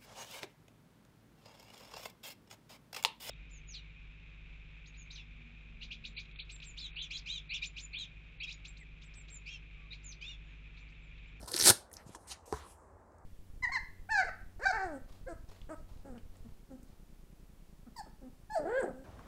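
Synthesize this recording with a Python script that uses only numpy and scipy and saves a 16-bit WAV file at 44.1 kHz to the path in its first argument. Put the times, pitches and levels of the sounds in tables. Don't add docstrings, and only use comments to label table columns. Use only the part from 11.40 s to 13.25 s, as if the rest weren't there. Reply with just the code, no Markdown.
import sys
import numpy as np
from scipy import signal
from scipy.fft import rfft, irfft
from scipy.io import wavfile
from scipy.ndimage import uniform_filter1d

SR = 44100
rng = np.random.default_rng(int(sys.argv[2]) if len(sys.argv) > 2 else 0)


def to_linear_factor(level_db):
    exponent = np.asarray(level_db, float) / 20
    return 10 ** exponent


def unload_wav(signal):
    wavfile.write(
        sys.argv[1],
        SR,
        np.round(np.clip(np.atleast_2d(signal).T, -1, 1) * 32767).astype(np.int16),
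    )


N = 81585

# [t/s, level/dB, pad flex re level/dB]
PULL = [
    (0, -68, 1.5),
    (0.073, -65.5, -2.5),
    (0.08, -45.5, -10),
    (0.106, -54.5, -3.5),
    (.2, -41.5, -6.5),
    (0.238, -34, -18.5),
    (0.262, -21, -10.5),
    (0.302, -19.5, -7),
    (.311, -27, 4),
]
# [t/s, peak level/dB, f/Hz, length/s]
CLUMPS = [(.0065, -48, 8800, .002), (.014, -46, 4500, .002), (.0165, -43, 8900, .001),
          (.027, -46, 5500, .004), (.033, -48, 9000, .004), (.041, -48, 4900, .004),
          (.0755, -42, 9000, .002), (.1135, -38, 10000, .001), (.1655, -23, 9200, .002),
          (.186, -28, 7500, .0015), (.1966, -21, 9500, .0015), (.2175, -24, 6000, .0015),
          (.2258, -23, 9500, .0015), (.232, -22, 9000, .003), (.2398, -17, 3600, .001),
          (.0605, -40, 8500, .001), (.115, -32, 4400, .0012), (.1181, -23, 8500, .0009),
          (.1326, -31, 5100, .0008), (.1368, -26, 4400, .0015), (.1412, -18, 4300, .0008),
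          (.1473, -26, 5900, .0015), (.152, -30, 4500, .0015), (.1617, -22, 6500, .0008),
          (.1632, -20, 4300, .0025), (.1757, -22, 3800, .002), (.1797, -20, 5300, .001),
          (.1897, -19, 8500, .001), (.1948, -21, 5500, .0004), (.1996, -14, 5200, .0013),
          (.2082, -15, 4500, .0007), (.2119, -13, 5800, .0006), (.2135, -18, 4800, .001),
          (.2238, -17, 5400, .0015), (.2384, -14, 9800, .0013), (.245, -16, 8000, .001),
          (.2586, -11, 7900, .001), (.2746, -5, 8200, .0008), (.2804, -6, 9400, .0006),
          (.2921, -5, 8700, .0008), (.2998, -10, 9400, .0008), (.3032, -4, 7900, .0006)]
# [f/Hz, level/dB]
HOOK_SPECTRUM = [(1060, -45.5), (1800, -6.5), (2900, -12.5), (4290, -3.5), (6960, -9), (8590, -5),
                 (11500, -10), (14700, -23.5), (16000, -29.5)]
# [f/Hz, width/Hz, level/dB]
PAD_MODES = [(387.7, 200, 4.5), (612.3, 490, -3.5), (950, 600, -10), (1385, 210, 1.5), (1700, 60, -8)]
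# [t/s, peak level/dB, f/Hz, t60/s]
PAPER_TICKS = [(.4988, -62, 11000, .006), (.5135, -60, 6500, .006), (.5158, -48, 8000, .012),
               (.5297, -41, 10500, .007), (.5383, -40, 5800, .009), (.5388, -46, 12000, .02),
               (.5655, -48, 6000, .006), (.5684, -34, 5200, .01), (.678, -56, 9000, .015),
               (.696, -58, 9500, .02), (.749, -43, 7400, .014), (.7535, -47, 6200, .012),
               (.808, -60, 10000, .012), (1.059, -55, 8300, .015), (1.72, -70, 5500, .012),
               (1.7467, -74, 4800, .012), (1.7838, -61, 7300, .012)]
# [peak t/s, swell/s, fade/s, level/dB, centre f/Hz]
FINGER_RUBS = [(0.541, 0.014, 0.025, -62.5, 8930), (.6, 0.049, 0.039, -74.5, 4440),
               (.61, .04, 0.045, -77, 10580), (.78, 0.16, 0.07, -82, 10700),
               (1.3, 0.042, 0.066, -73.5, 12080), (.6, 0.036, .025, -61.5, 1700),
               (1.079, 0.036, 0.02, -75.5, 2450), (.68, 0.018, 0.025, -64.5, 7700),
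               (.725, 0.054, 0.022, -69, 3070), (.735, 0.025, .02, -65, 7800),
               (0.75, 0.0021, 0.015, -55.5, 6420), (.825, .04, 0.059, -72, 8700),
               (0.881, 0.0083, 0.033, -54.5, 8080), (0.92, 0.021, 0.017, -46.5, 6300),
               (0.92, 0.019, 0.0092, -56.5, 930), (0.95, 0.02, 0.076, -74.5, 7060),
               (1.061, 0.0044, 0.12, -62.5, 7920), (1.145, 0.027, 0.059, -58.5, 6800),
               (1.199, 0.052, 0.074, -63.5, 3150), (1.315, 0.081, 0.028, -63.5, 8520),
               (1.36, 0.026, 0.13, -78, 8230), (1.15, 0.026, 0.087, -55, 1120),
               (1.3, 0.036, 0.049, -72, 2850), (0.939, 0.063, 0.029, -62.5, 2200),
               (.82, .04, .05, -80.5, 5640), (1.15, .02, .06, -71, 12500)]
# [f/Hz, width/Hz, level/dB]
DISC_MODES = [(770, 200, -8), (2900, 350, -1), (3900, 400, -1), (6500, 500, -3), (9300, 600, -3)]
# [peak t/s, swell/s, fade/s, level/dB]
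GRIT_SCRAPES = [
    (.922, .014, 0.0093, -45),
    (1.169, 0.047, 0.088, -71),
]
# [f/Hz, level/dB, t60/s]
BENCH_MODES = [(425, -2, .04), (590, -11, .025), (780, -3, .022), (980, -9, .025), (1550, -13, .01)]
# [f/Hz, level/dB, t60/s]
EDGE_MODES = [(4800, -35, .006), (5600, -33, .006), (8700, -39, .007), (10300, -42, .006)]
# [t/s, level/dB]
ROCKS = [
    (1.136, -41.5),
    (1.158, -57),
    (1.168, -50),
    (1.191, -52.5),
    (1.217, -58),
    (1.233, -58),
    (1.246, -57),
    (1.262, -57.5),
]
# [t/s, level/dB, f/Hz, t60/s]
BUMPS = [(.002, -43.5, 54.2, 0.32), (.2, -52, 52, 0.23), (.005, -41.5, 206, 0.017), (.028, -45.5, 247, .05),
         (0.03, -42, 602, 0.033), (.036, -46.5, 130, 0.067), (.0755, -46, 993, 0.069),
         (.084, -48.5, 1056, 0.08), (.09, -50, 103, 0.1), (.225, -39, 98.4, 0.11),
         (0.515, -51.5, 1880, 0.015), (.664, -37.5, 151, 0.028), (0.693, -33.5, 289, 0.0085),
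         (.702, -40.5, 163.7, 0.024), (0.748, -43, 950, 0.057), (.7495, -46, 1170, 0.018),
         (0.749, -44.5, 1700, 0.016), (.753, -49, 1050, 0.035), (0.757, -45.5, 317, 0.034),
         (.9, -54, 54, 0.24), (1.078, -46, 495, 0.046), (1.136, -44, 140.2, 0.1), (.119, -42, 490, 0.11),
         (.146, -32.5, 349, 0.045), (0.298, -26.5, 104.3, 0.081)]
# [f/Hz, t60/s]
ROOM_DECAY = [(100, 0.27), (1000, 0.21), (2500, .27), (4500, 0.24), (8500, .21), (14000, 0.19)]
# [f/Hz, density/dB per Hz]
AIR_SPECTRUM = [(30, -19), (58, 2), (125, -17.5), (900, -15), (1700, -28), (3000, -52.5), (8000, -44.5),
                (12000, -55)]


def evened(x):
    return x / np.sqrt(np.mean(x ** 2) + 1e-20)


def read(points, hz):
    f, value = np.transpose(points)
    return np.interp(np.log(hz + 1), np.log(f + 1), value)


def add(mix, s, sound):
    part = mix[max(round(s * SR), 0):][:len(sound)]
    part += sound[:len(part)]


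def resonate(x, hz, width):
    r = np.exp(-np.pi * width / SR)
    poles = [1, -2 * r * np.cos(2 * np.pi * hz / SR), r * r]
    return signal.lfilter([(1 - r * r) / 2, 0, (r * r - 1) / 2], poles, x)


def colour(x, points):
    log_gain = np.log(to_linear_factor(read(points, abs(np.fft.fftfreq(2048, 1 / SR)))))
    taps = np.fft.ifft(np.exp(np.conj(signal.hilbert(log_gain)))).real[:1024]
    return signal.oaconvolve(x, taps / np.linalg.norm(taps))[:len(x)]


def ring(hz, t60, cycles=0.2):
    t = np.arange(0, abs(t60) + 0.0017, 1 / SR)
    onset = 1 - np.exp(-(t * hz / cycles) ** 2)
    return onset * to_linear_factor(-60 * t / t60) * np.sin(2 * np.pi * hz * t)


def uneven(spread_db):
    return to_linear_factor(spread_db * np.minimum(rng.exponential(1, N), 4))


def stroke(peak, swell, fade):
    t = np.arange(N) / SR
    return np.exp(-((t - peak) / np.where(t < peak, swell, fade)) ** 2)


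def clump_volley(draw, length):
    u = np.arange(len(draw)) / SR / max(length, .0003)
    dulling = np.clip(.3 * abs(draw[0]), 0, .6)
    volley = signal.lfilter([1], [1, -dulling], draw) * np.sqrt(u) * np.exp(-1.6 * u)
    return volley / abs(volley).max()


def rip():
    snaps_per_s, clump_db, tone_db, clump_pad_db, tone_width_hz = 12000, -5, -7.5, -10.5, 1700
    t = np.arange(N) / SR
    s, db, flex_db = np.transpose(PULL)
    size = uneven(2.5) * rng.choice([-1, 1], N)
    hooks = evened(size * (rng.random(N) < snaps_per_s / SR)) * (t < s[-1])
    snaps = hooks * to_linear_factor(np.interp(t, s, db))
    flex = hooks * to_linear_factor(np.interp(t, s, db + flex_db))
    tones = np.zeros(N)
    draws = rng.standard_normal((len(CLUMPS), 600))
    for (at, peak_db, hz, length), draw in zip(CLUMPS, draws):
        volley = to_linear_factor(peak_db + clump_db) * clump_volley(draw, length)
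        add(snaps, at, volley)
        add(flex, at, to_linear_factor(clump_pad_db) * volley)
        tone = resonate(resonate(volley, hz, tone_width_hz), hz, 2 * tone_width_hz)
        add(tones, at, to_linear_factor(peak_db + tone_db) * tone / abs(tone).max())
    pad = np.zeros(N)
    for hz, width, level_db in PAD_MODES:
        pad += to_linear_factor(level_db) * resonate(flex, hz, width) * np.sqrt(SR / 20 / width)
    return colour(snaps, [(300, -34.0)] + HOOK_SPECTRUM) + tones + pad


def ticks():
    width_hz = 2460
    out, t = np.zeros(N), np.arange(1500) / SR
    draws = rng.standard_normal((len(PAPER_TICKS), 1500))
    for (at, db, hz, t60), draw in zip(PAPER_TICKS, draws):
        burst = draw * to_linear_factor(-60 * t / max(t60, .002))
        crack = resonate(resonate(burst, hz, width_hz), hz, 2 * width_hz)
        add(out, at, to_linear_factor(db) * crack / abs(crack).max())
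    return out


def rubs():
    octaves_below, octaves_above, widen_per_db, edge_hz = .95, .5, .035, 15300
    out = np.zeros(N)
    hz = np.fft.rfftfreq(N, 1 / SR) + 1
    for peak, swell, fade, db, centre_hz in FINGER_RUBS:
        grit = rng.standard_normal(N) * uneven(1.5)
        bands_db = 3.0 * np.interp(hz, np.linspace(0, SR / 2, 24), rng.standard_normal(24))
        octaves = np.where(hz > centre_hz, octaves_above, octaves_below)
        octaves = octaves * np.exp(widen_per_db * min(db + 67, 11))
        hump = np.exp(-(np.log2(hz / centre_hz) / octaves) ** 2 - (hz / edge_hz) ** 6)
        hiss = evened(irfft(rfft(grit) * to_linear_factor(bands_db) * hump, N))
        out += hiss * to_linear_factor(db) * stroke(peak, swell, fade)
    return out


def scrapes():
    grit = rng.standard_normal(N) * uneven(4.0)
    modes = np.zeros(N)
    for hz, width, db in DISC_MODES:
        modes += to_linear_factor(db) * evened(resonate(resonate(grit, hz, width), hz, 2 * width))
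    force = sum(to_linear_factor(db) * stroke(peak, swell, fade) for peak, swell, fade, db in GRIT_SCRAPES)
    return evened(modes) * force


def knock():
    out = np.zeros(N)
    for hz, db, t60 in BENCH_MODES:
        add(out, 1.126, -to_linear_factor(-21 + db) * ring(hz, t60, .25))
    for hz, db, t60 in EDGE_MODES:
        add(out, 1.1256, to_linear_factor(db) * ring(hz, t60, 1.5))
    add(out, 1.1315, -to_linear_factor(-34) * ring(68, .18))
    return out


def rocking():
    rock_hz, width_hz, rise_s = 1030, 330, .004
    out = np.zeros(N)
    u = np.arange(1200) / SR / rise_s
    for (at, db), draw in zip(ROCKS, rng.standard_normal((len(ROCKS), 1200))):
        wood = evened(resonate(resonate(draw, rock_hz, width_hz), rock_hz, width_hz))
        add(out, at, to_linear_factor(db) * wood * u * np.exp(1 - u))
    return out


def bumps():
    out = np.zeros(N)
    for at, db, hz, t60 in BUMPS:
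        add(out, at, to_linear_factor(db) * ring(hz, t60))
    return out


def room(x):
    tail_db, near_db, near_s = -15, -11, 0.01
    hz, t, z = signal.stft(rng.standard_normal(SR // 2), SR, nperseg=256)
    tail = signal.istft(z * to_linear_factor(-60 * t / read(ROOM_DECAY, hz)[:, None]), SR, nperseg=256)[1]
    tail[:150] = 0
    near = rng.standard_normal(2000) * np.exp(-np.arange(2000) / SR / near_s)
    near *= rng.random(2000) < .08
    near[:40] = 0
    out = to_linear_factor(tail_db) * signal.fftconvolve(x, tail / np.linalg.norm(tail))[:N]
    return out + to_linear_factor(near_db) * signal.fftconvolve(x, near / np.linalg.norm(near))[:N]


def air():
    frames, hz = N // 512 + 5, np.fft.rfftfreq(2048, 1 / SR)
    a, b, patches = rng.standard_normal((frames, 1025, 3)).T
    patches = evened(uniform_filter1d(uniform_filter1d(patches, 12, 0), 6, 1))
    z = (a + 1j * b) * to_linear_factor(read(AIR_SPECTRUM, hz)[:, None] + 1.5 * patches)
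    murmur = signal.istft(z, nperseg=2048, noverlap=1536)[1][:N]
    return to_linear_factor(-59) * evened(murmur)


def scene():
    disc = rip() + ticks() + rubs() + scrapes()
    wood = knock() + rocking() + bumps()
    echoes = room(disc + to_linear_factor(-5) * wood)
    return (disc + wood + echoes + air())[None]


def roll_off(x):
    return signal.sosfilt(signal.butter(12, 16420, fs=SR, output="sos"), x)


def record(dry):
    band = signal.sosfilt(signal.butter(2, 32, "high", fs=SR, output="sos"), dry)
    band = signal.oaconvolve(band, signal.firwin(255, 16200, fs=SR)[None], "same")
    return roll_off(band)


dry = scene()
out = record(dry)
unload_wav(out)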